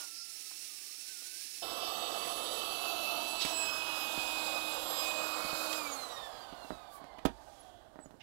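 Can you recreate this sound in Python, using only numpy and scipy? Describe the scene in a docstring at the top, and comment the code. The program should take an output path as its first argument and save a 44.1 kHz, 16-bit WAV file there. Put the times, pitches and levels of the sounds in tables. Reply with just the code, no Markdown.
"""A small electric blower fills an air mattress on the front seats of a van, heard on the right channel only.
At first its intake is smothered: it hisses and whistles faintly. Then it opens, and turbulent air roars
under the whine of an eight-blade impeller. The pump is shifted with a bump, labours against back
pressure, is switched off and coasts down. Hands pat the mattress, the nozzle is pulled, the valve cap
snaps shut, and the fabric rubs and squeaks."""
import sys
import numpy as np
from scipy import signal
from scipy.fft import rfft, irfft, next_fast_len
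from scipy.io import wavfile

SR = 44100
rng = np.random.default_rng(int(sys.argv[2]) if len(sys.argv) > 2 else 0)


def digitize_waveform(pressure):
    """Quantize a signal to 16-bit integers and store it at the path in sys.argv[1].

    Rows of a 2-D input are taken as channels; values are limited to [-1, 1].
    """
    field = np.atleast_2d(pressure).T
    bounded = np.clip(field, -1, 1)
    quanta = np.round(bounded * 32767).astype(np.int16)
    wavfile.write(sys.argv[1], SR, quanta)


N = 362502
TIME = np.arange(N) / SR

BLADES = 8
OPEN_S, SHIFT_S, OFF_S = 1.625, 3.46, 5.767   # intake opens, pump is shifted in the valve, switch-off


def from_db(db):
    """Decibels to gain."""
    return 10 ** (np.asarray(db) / 20)


def rms_one(x):
    """Scale to unit power."""
    return x / np.sqrt(np.mean(x ** 2) + 1e-20)


def in_time(rows):
    """Breakpoint rows, seconds first, become one envelope for each further column."""
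    times, *columns = np.transpose(rows)
    return [np.interp(TIME, times, column) for column in columns]


def ramp(at_s, length_s):
    """A linear fade from 0 to 1, centred on a moment."""
    return np.clip((TIME - at_s) / length_s + .5, 0, 1)


def swell(at_s, length_s):
    """A smooth rise to 1 and fall around a moment."""
    return np.exp(-2 * ((TIME - at_s) / length_s) ** 2)


def drift(rate_hz):
    """A smooth random modulator of unit power, moving mostly below the given rate."""
    step = 40   # samples per control point
    hz = np.fft.rfftfreq(N // step, step / SR)
    slow = irfft(rfft(rng.standard_normal(N // step)) / (1 + (hz / rate_hz) ** 2))
    return np.interp(np.linspace(0, len(slow) - 1, N), np.arange(len(slow)), rms_one(slow))


def noises(spectrum):
    """One unit-power noise for each dB column of a spectrum, falling steeply outside its range."""
    points_hz, *columns = np.transpose(spectrum)
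    size = next_fast_len(N)
    hz = np.fft.rfftfreq(size, 1 / SR) + 1
    outside = np.maximum(np.maximum(points_hz[0] / hz, hz / points_hz[-1]) - 1, 0)
    band = rfft(rng.standard_normal(size)) / (1 + (25 * outside) ** 2)
    colours = [from_db(np.interp(np.log(hz), np.log(points_hz), column)) for column in columns]
    return [rms_one(irfft(band * colour, size)[:N]) for colour in colours]


def butter(x, hz, kind="low", order=1):
    """A gentle low-pass or high-pass."""
    return signal.sosfilt(signal.butter(order, hz, kind, fs=SR, output="sos"), x)


def tone(cycles):
    """A unit-power sine from a running count of cycles, at a random phase."""
    return np.sqrt(2) * np.sin(2 * np.pi * (cycles + rng.random()))


def glide(hz, level_db, waver, flicker_db):
    """An unsteady whistle on a moving pitch."""
    gain = from_db(level_db + flicker_db * drift(34))
    return gain * tone(np.cumsum(hz * (1 + waver * drift(90))) / SR)


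def ring(push, hz, t60):
    """A damped mode: a unit click sets a sine of height 1 ringing."""
    radius, angle = from_db(-60 / (t60 * SR)), 2 * np.pi * hz / SR
    return signal.lfilter([0, np.sin(angle)], [1, -2 * radius * np.cos(angle), radius ** 2], push + 1e-18)


def smothered_intake(hum_hz=838, hum_db=-77):
    """Air squeezes through a narrow gap, hissing brightly and whistling over a faint hum."""
    # Colour of the hiss. Each row: frequency in Hz, relative level in dB.
    leak_colour = [(100.0, -36), (200.0, -26), (320.0, -14), (500.0, -23), (1100.0, -27), (2400.0, -11),
                   (3400.0, -12.5), (4400.0, -5), (4950.0, -8), (5450.0, -1), (6100.0, -7.5),
                   (8200.0, -9.5), (9600.0, -4.5), (10300.0, -9.5), (11500.0, -11.5), (12900.0, -21),
                   (14000.0, -11.5), (15700.0, -17)]
    # Envelope of the hiss. Each row: time in seconds, level in dB.
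    leak_level = [(0.0, -40), (0.2, -46.5), (0.32, -43.5), (0.6, -42.5), (0.8, -43), (0.95, -42.4),
                  (1.15, -42.5), (1.35, -41.5), (1.61, -41.8)]
    # Edge tone of the gap. Each row: time in seconds, pitch in Hz, level in dB.
    edge_tone = [(0, 1460, -52), (.1, 1350, -63), (.25, 1382, -60.5), (.34, 1315, -69), (.55, 1275, -70),
                 (.61, 1446, -69), (.71, 1220, -71), (.84, 1150, -73), (.93, 1220, -70), (1.02, 1490, -72),
                 (1.11, 1550, -62), (1.18, 1380, -65), (1.25, 1484, -69), (1.38, 1550, -62),
                 (1.45, 1720, -70)]
    hiss = noises(leak_colour)[0] * from_db(in_time(leak_level)[0] + 0.83 * drift(24))
    whistle = glide(*in_time(edge_tone), waver=0.01, flicker_db=3.5)
    return hiss + whistle + from_db(hum_db) * tone(hum_hz * TIME)


def motor(drag_per_turn=.002197, friction_turns_per_s2=39.95):
    """Shaft speed in turns per second, and how often drag and friction have halved it since switch-off."""
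    # The powered motor sags as back pressure builds. Each row: time in seconds, turns per second.
    powered_speed = [(0, 333.5), (.85, 334.7), (1.36, 332.4), (1.5, 330.9), (2.8, 329.3), (3.43, 329.4),
                     (3.55, 324.7), (3.85, 317.5), (4.25, 314.7), (4.8, 315.2), (5.1, 313.9), (5.5, 316.1),
                     (5.75, 315.4)]
    driven, = in_time(powered_speed)
    balance = np.sqrt(friction_turns_per_s2 / drag_per_turn)   # speed at which both brake equally
    coasted_s = np.maximum(TIME - OFF_S, 0)
    speed = balance * np.tan(np.arctan(driven / balance) - drag_per_turn * balance * coasted_s)
    return speed, np.log2(driven / speed)


def blade_levels(halvings, shifted, opened, smothered_db=-63, unload_db=-17, fall_db=-4.5):
    """Each blade harmonic with its envelope in dB: set by the intake, swelling, falling with speed."""
    # The blade tone with the intake open. 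Each row: time in seconds, relative level in dB.
    whine_level = [(1.65, -55), (2.4, -52), (2.55, -63), (2.57, -51.5), (2.83, -48.5), (2.88, -41),
                   (2.95, -53.5), (3.02, -44), (3.56, -47.5), (3.66, -43), (4.38, -45), (4.62, -42.5),
                   (4.93, -63), (5.06, -41.5), (5.46, -49.5), (5.75, -47.5)]
    # Its overtones. Each row: harmonic, dB smothered, dB open, dB once shifted, dB per halving of speed.
    overtones = [(2, -57.5, -54, -50.5, -18.5), (3, -62.5, -50, -48, -25), (4, -59, -50.5, -53, -28),
                 (5, -67, -51.5, -51.5, -39.5), (6, -90, -88, -61, -26)]
    # Overtones swell and fade in the cab's standing waves as the pump is handled.
    # Each row: centre in seconds, length in seconds, harmonic, boost or dip in dB.
    swells = [(1.81, 0.22, 2, 8), (3.05, 0.54, 2, -6), (3.7, 0.25, 2, 7.5), (3.02, 0.28, 3, -21),
              (3.6, 0.1, 3, 13.5), (3.94, 0.19, 3, -26), (2.01, 0.18, 4, -24), (2.6, 0.46, 4, 4.5),
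              (3.82, 0.19, 5, -9), (4.98, 0.18, 5, 8.5), (5.0, 0.07, 2, 8), (5.12, 0.25, 3, 5),
              (5.45, 0.1, 3, -15), (5.25, .2, 4, -11)]
    unloaded = ramp(OFF_S + 0.153, 0.15)
    running_db = in_time(whine_level)[0] + 5.5 + unload_db * unloaded + fall_db * halvings
    levels = [(1, smothered_db + opened * (running_db - smothered_db))]
    for harmonic, closed_db, open_db, after_db, halving_db in overtones:
        state_db = closed_db + opened * (open_db - closed_db) + shifted * (after_db - open_db)
        handled_db = sum(db * swell(s, length_s) for s, length_s, k, db in swells if k == harmonic)
        levels.append((harmonic, state_db + handled_db + halving_db * halvings + 2 * drift(4.7)))
    return levels


def blade_whine(speed, turns, levels, skirt_db=-19):
    """Blades passing the outlet chop the air into a flickering harmonic whine."""
    # Spells in which a lower companion tone beats with the blade tone.
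    # Each row: centre in seconds, length in seconds, Hz below the blade tone, level against it in dB.
    beats = [(2.925, 0.38, 30, -13), (3.687, 0.3, 57, -10.5), (5.53, 0.35, 37, -5.5)]
    # Resonances that the falling tones sweep through. Each row: centre in Hz, width in Hz, boost in dB.
    resonances = [(733, 73, 14.5), (1120, 220, 9.5), (1865, 59, 8), (3050, 270, 5), (3620, 330, 10.5),
                  (4200, 290, 10.5)]
    # a falling tone crosses the cab's standing waves and so flickers more
    flicker_db = 1.7 + 3 * ramp(OFF_S + 0.074, 0.14)
    out = 0
    for harmonic, level_db in levels:
        cycles, pitch_hz = harmonic * BLADES * turns, harmonic * BLADES * speed
        # turbulent inflow shakes each harmonic and spreads a noisy skirt around it
        partial = tone(cycles) + from_db(skirt_db) * drift(74) * tone(cycles)
        if harmonic == 1:
            for s, length_s, beat_hz, beat_db in beats:
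                lag_cycles = np.cumsum(beat_hz + 9 * drift(5.5)) / SR
                partial += from_db(beat_db) * swell(s, length_s) * tone(cycles - lag_cycles)
        boost_db = sum(db / (1 + (2 * (pitch_hz - hz) / width_hz) ** 2) for hz, width_hz, db in resonances)
        out += from_db(level_db + boost_db + flicker_db * drift(17.3)) * partial
    return out


def outdoor_rumble(level_db=-60.5):
    """A low, slightly wavering rumble comes in through the open door."""
    # Each row: frequency in Hz, relative level in dB.
    rumble_colour = [(15, -15), (28, -7), (42, 0), (70, -8), (110, -8.5), (170, -17), (300, -8.5),
                     (600, -21)]
    return noises(rumble_colour)[0] * from_db(level_db + drift(9.9))


def rubs():
    """Touches on fabric and nozzle: short swells of friction noise, each around its own pitch. The first row is
    a brief burst of noise at the very start, not a touch."""
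    # Each row: centre in seconds, length in seconds, level in dB, band centre in Hz, width in Hz.
    strokes = [(0.01, 0.06, -52, 895, 700), (.2, 0.087, -43.5, 5200, 900), (.515, 0.0072, -52, 920, 700),
               (1.225, 0.0058, -54, 750, 700), (2.258, 0.051, -46, 2200, 1500),
               (3.421, 0.032, -29.5, 3780, 1700), (3.47, 0.059, -36.5, 3560, 1790),
               (3.508, 0.038, -45, 5780, 600), (6.68, 0.18, -60, 7000, 8000),
               (6.95, 0.061, -55.5, 10800, 8000), (7.191, 0.005, -46, 1100, 1500),
               (7.538, 0.31, -62.5, 4750, 7060), (7.704, 0.27, -66, 3280, 400),
               (8.213, 0.014, -50, 2780, 1220)]
    out = 0
    for s, length_s, level_db, centre_hz, width_hz in strokes:
        friction = rng.standard_normal(N)
        for q in (centre_hz / width_hz, centre_hz / width_hz / 2):
            friction = signal.lfilter(*signal.iirpeak(centre_hz, q, fs=SR), friction)
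        out += from_db(level_db) * swell(s, length_s) * rms_one(friction)
    return out


def cab(x, t60=0.14, wet_db=-6, damping_hz=6100):
    """The padded cab adds dense, short reflections, dulled by its walls."""
    t = TIME[:SR // 3]
    tail = rng.standard_normal(len(t)) * from_db(-60 * t / t60) * (t > .003)
    tail = butter(tail / np.linalg.norm(tail), damping_hz)
    return x + from_db(wet_db) * signal.fftconvolve(x, tail)[:N]


def shaft_hum(speed, turns, shifted, gain_db=4, waver_db=3.5):
    """The unbalanced shaft hums at multiples of its turning rate, dying quickly as it slows."""
    # Each row: multiple of the turning rate, relative dB before the shift, relative dB after it.
    partials = [(1, -60, -56), (2, -61, -52), (3, -83, -52), (4, -55, -52), (5, -70.5, -60.5),
                (6, -69, -66.5), (7, -77, -62.5), (9, -67, -56.5), (10, -65, -68), (11, -80, -68),
                (12, -59.5, -56.5), (13, -65, -56), (14, -83, -60), (15, -64, -79), (18, -60, -75),
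                (20, -64.5, -76)]
    out = 0
    for multiple, before_db, after_db in partials:
        level_db = gain_db + before_db + (after_db - before_db) * shifted + waver_db * drift(2)
        out += from_db(level_db) * tone(multiple * turns)
    return out * (speed / speed.max()) ** 5


def airflow(speed, halvings, shifted):
    """Turbulence coloured by the housing; it changes colour with the shift and darkens as the pump slows."""
    # Band envelopes under power. Each row: time in seconds, then roar, rush and hiss in dB before trim.
    band_levels = [(1.63, -37.5, -39, -49), (2.35, -37.5, -39, -46), (2.75, -38.5, -36.5, -44.7),
                   (3.35, -37.5, -38.5, -44.5), (3.8, -40.5, -43.5, -43), (4.45, -38, -39.5, -43),
                   (4.87, -38, -44, -45.5), (5.05, -38, -39.5, -42), (5.35, -37, -42.5, -44.5),
                   (5.72, -39.5, -43.5, -42.5)]
    # Low roar of housing and mattress.
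    # Each row: frequency in Hz, then relative dB before the shift, after it and when coasting.
    roar_colour = [(109, -43, -23, -20), (176, -21, -18.5, -32.5), (283, -12, -11, -20),
                   (400.0, -11.5, -7, -7), (485, -7, -1.5, -7.5), (620, -5.5, -3, -1), (700.0, 0.5, 1, 2),
                   (774, -4.5, -1, -1), (1100, -7.5, -5, -9), (1220.0, -7, -6, -10),
                   (1326, -11.5, -13, -19.5), (1550.0, -22.5, -10.5, -12), (1850, -23.5, -16.5, -15),
                   (2200.0, -25, -22, -26.5)]
    # Rush in the impeller. Each row: frequency in Hz, then relative dB before the shift and after it.
    rush_colour = [(2200.0, -5, -9), (2500.0, -7, -7.5), (3060, 7.5, -0.5), (3280, 2, -3.5), (3300, 4, -1),
                   (3750.0, 7, -3.5), (3940, 2, 1), (4440, 4, -4), (4736, 5.5, -1.5), (5050, -18, -17),
                   (5000, -42, -4)]
    # Hiss at the intake. 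Each row: frequency in Hz, then relative dB before the shift and after it.
    hiss_colour = [(4940, -12, -9), (5460, -1.5, -4.5), (6220, 1, -3), (6250.0, -7.5, -2), (6450, -2, -2),
                   (7240, -4.5, -4), (7170, -1, 2.5), (8270, -6.5, -4.5), (8840, -10, -7.5),
                   (9930, -0.5, -4.5), (11900, -9, -5), (12500.0, -4, -8), (13300, 1.5, -6),
                   (15900, -19, -13)]
    trims_db, falls_db = (-0.5, -1.8, -0.94), (-9, -15.5, -26.5)   # falls are per halving of speed
    roar_db, rush_db, hiss_db = [level + trim + fall * halvings
                                 for level, trim, fall in zip(in_time(band_levels), trims_db, falls_db)]
    coasting = np.clip((290 - speed) / 90, 0, 1)   # fades in from 290 down to 200 turns per second
    before, after, coast = noises(roar_colour)
    roar = before + shifted * (after - before) + coasting * (coast - after)
    out = roar * from_db(roar_db + drift(11.5))
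    for colour, level_db in ((rush_colour, rush_db), (hiss_colour, hiss_db)):
        before, after = noises(colour)
        out += (before + shifted * (after - before)) * from_db(level_db + drift(14))
    return out


def moving_reflections(x, echo_gain=0.24, sway=0.156):
    """Echoes off the arm and the swelling mattress comb the air noise; their paths slowly change."""
    delays = [delay_s * (1 + sway * drift(0.56)) for delay_s in (.0007, .0016, .0031)]
    return x + echo_gain * sum(np.interp(TIME - delay, TIME, x) for delay in delays)


def knocks(crack_t60=0.038, body_gain_db=-3.5, scatter_db=2.5):
    """Pats, bumps and snaps ring valve and mattress: soft ones mostly low modes, hard ones with a crack."""
    # Each row: start in seconds, push in dB, contact brightness in Hz, crack level in dB.
    contacts = [(2.255, -42, 1200, -41), (3.45, -30, 400, -26.5), (4.177, -28.5, 200, -66),
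                (5.447, -32, 150, -66), (5.53, -29.5, 148, -66), (5.729, -66, 2500, -25.5),
                (6.229, -61, 591, -56), (6.526, -38.5, 400, -61), (6.647, -43, 900, -57),
                (6.706, -31, 900, -60), (6.722, -32, 300, -64), (7.016, -44, 400, -70),
                (7.042, -45.5, 2000, -55), (7.185, -46.5, 1510, -53), (7.2517, -28, 600, -33.5),
                (7.254, -14.5, 353, -42), (7.258, -22.5, 252, -34), (7.958, -45, 804, -65),
                (7.99, -42, 1500, -67), (8.059, -34.5, 120, -61), (8.108, -50.5, 2500, -57.5),
                (8.142, -42, 200, -76)]
    # Modes of valve and taut mattress. Each row: pitch in Hz, relative dB, seconds to decay by 60 dB.
    modes = [(54, -21, 0.6), (90, -22, 0.09), (173, -31, 0.034), (284, -3.5, 0.044), (380, -3, 0.049),
             (471, -10.5, 0.047), (642, -0.5, 0.082), (770, 9, 0.0095), (960, 2.5, 0.018),
             (1293, 10, 0.0073), (1490, -11, 0.035), (1820, -5, 0.053), (2860, -25, 0.045),
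             (3250, -27, 0.056), (4200, -25, .045)]
    # The snap of plastic. Each row: frequency in Hz, relative level in dB.
    crack_colour = [(500, -2), (1900, 1), (3100, 9), (5000, 0.5), (8000, -5), (11500, -3.5), (16000, -12)]
    pushes, crack_envelope = np.zeros((len(modes), N)), np.zeros(N)
    t = TIME[:SR // 5]
    strengths = from_db(scatter_db * rng.standard_normal((len(contacts), len(modes))))
    for (s, push_db, contact_hz, crack_db), strength in zip(contacts, strengths):
        at = round(s * SR)
        push = np.exp(-2 * np.pi * contact_hz * t)
        push *= from_db(push_db) / push.sum()
        pushes[:, at:at + len(t)] += np.outer(strength, push)[:, :N - at]
        crack_envelope[at:at + len(t)] += from_db(crack_db - 60 * t / crack_t60)[:N - at]
    body = sum(from_db(db) * ring(push, hz, t60) for push, (hz, db, t60) in zip(pushes, modes))
    body = butter(body, 90, "high")   # slow motion radiates little
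    return from_db(body_gain_db) * body + crack_envelope * noises(crack_colour)[0]


def blown_resonance(hz, level_db, half_width_hz):
    """Turbulence rings a damped cavity: a band of noise on a moving pitch."""
    phase = 2 * np.pi * np.cumsum(hz) / SR
    return from_db(level_db) * (drift(half_width_hz) * np.cos(phase) + drift(half_width_hz) * np.sin(phase))


def cavities(halvings, outlet_hz=1297, sag_hz=290, fall_db=-16):
    """Outlet and intake resonate; the outlet sinks with the speed, the intake stops at switch-off."""
    # Back pressure of the full mattress sounds the outlet. Each row: time in seconds, level in dB.
    outlet_level = [(3.45, -79), (3.7, -42.5), (4.6, -51.5), (5.0, -60), (5.25, -40.5), (5.75, -42)]
    # A hand around the intake moves its resonance. Each row: time in seconds, pitch in Hz, level in dB.
    intake_path = [(3.6, 3320, -45), (4.1, 3404, -41.5), (4.5, 3750, -41.5), (4.85, 3550, -42),
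                   (5.0, 3520, -38), (5.12, 3450, -41.5), (5.25, 4240, -48), (5.5, 4340, -42),
                   (5.8, 4200, -43)]
    outlet_db = in_time(outlet_level)[0] + fall_db * halvings
    outlet = blown_resonance(outlet_hz - sag_hz * halvings, outlet_db, half_width_hz=226)
    intake = blown_resonance(*in_time(intake_path), half_width_hz=1100)
    return outlet + intake * (1 - ramp(OFF_S, 0.13))


def scene():
    """Air, impeller, handling and a faint steady hiss, all on the right channel."""
    speed, halvings = motor()
    opened, shifted = ramp(OPEN_S, 0.01), ramp(SHIFT_S, 0.29)
    rumble = outdoor_rumble()
    open_air = moving_reflections(airflow(speed, halvings, shifted)) + shifted * cavities(halvings) + rumble
    smothered_air = smothered_intake() + from_db(-23.5) * rumble
    air = np.sqrt(1 - opened) * smothered_air + np.sqrt(opened) * open_air   # equal-power crossfade
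    handling = cab(knocks() + rubs() + squeaks())
    faint_hiss = from_db(-67.5) * butter(rng.standard_normal(N), hz=9400)
    turns = np.cumsum(speed * (1 + 0.00024 * drift(9.3))) / SR   # with a slight pitch jitter
    whine = blade_whine(speed, turns, blade_levels(halvings, shifted, opened))
    hum = opened * shaft_hum(speed, turns, shifted)
    return np.array([np.zeros(N), air + whine + hum + handling + faint_hiss])


def squeaks():
    """Skin slips on the taut fabric in brief falling chirps."""
    # Each row: centre in seconds, length in seconds, pitch in Hz, glide in Hz per second, level in dB.
    chirps = [(7.609, .014, 10420, -14000, -55), (8.03, .025, 7880, -3000, -55.5),
              (8.055, .015, 6820, -10000, -60)]
    return sum(swell(s, length_s) * glide(hz + hz_per_s * (TIME - s), db, waver=0.0055, flicker_db=4)
               for s, length_s, hz, hz_per_s, db in chirps)


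def record(dry, cutoff_hz=15750):
    """The microphone loses the deepest bass; the top is cut steeply."""
    thinned = butter(dry, 32, "high", order=2)
    return signal.sosfilt(signal.ellip(12, .1, 80, cutoff_hz, fs=SR, output="sos"), thinned)


dry = scene()
out = record(dry)
digitize_waveform(out)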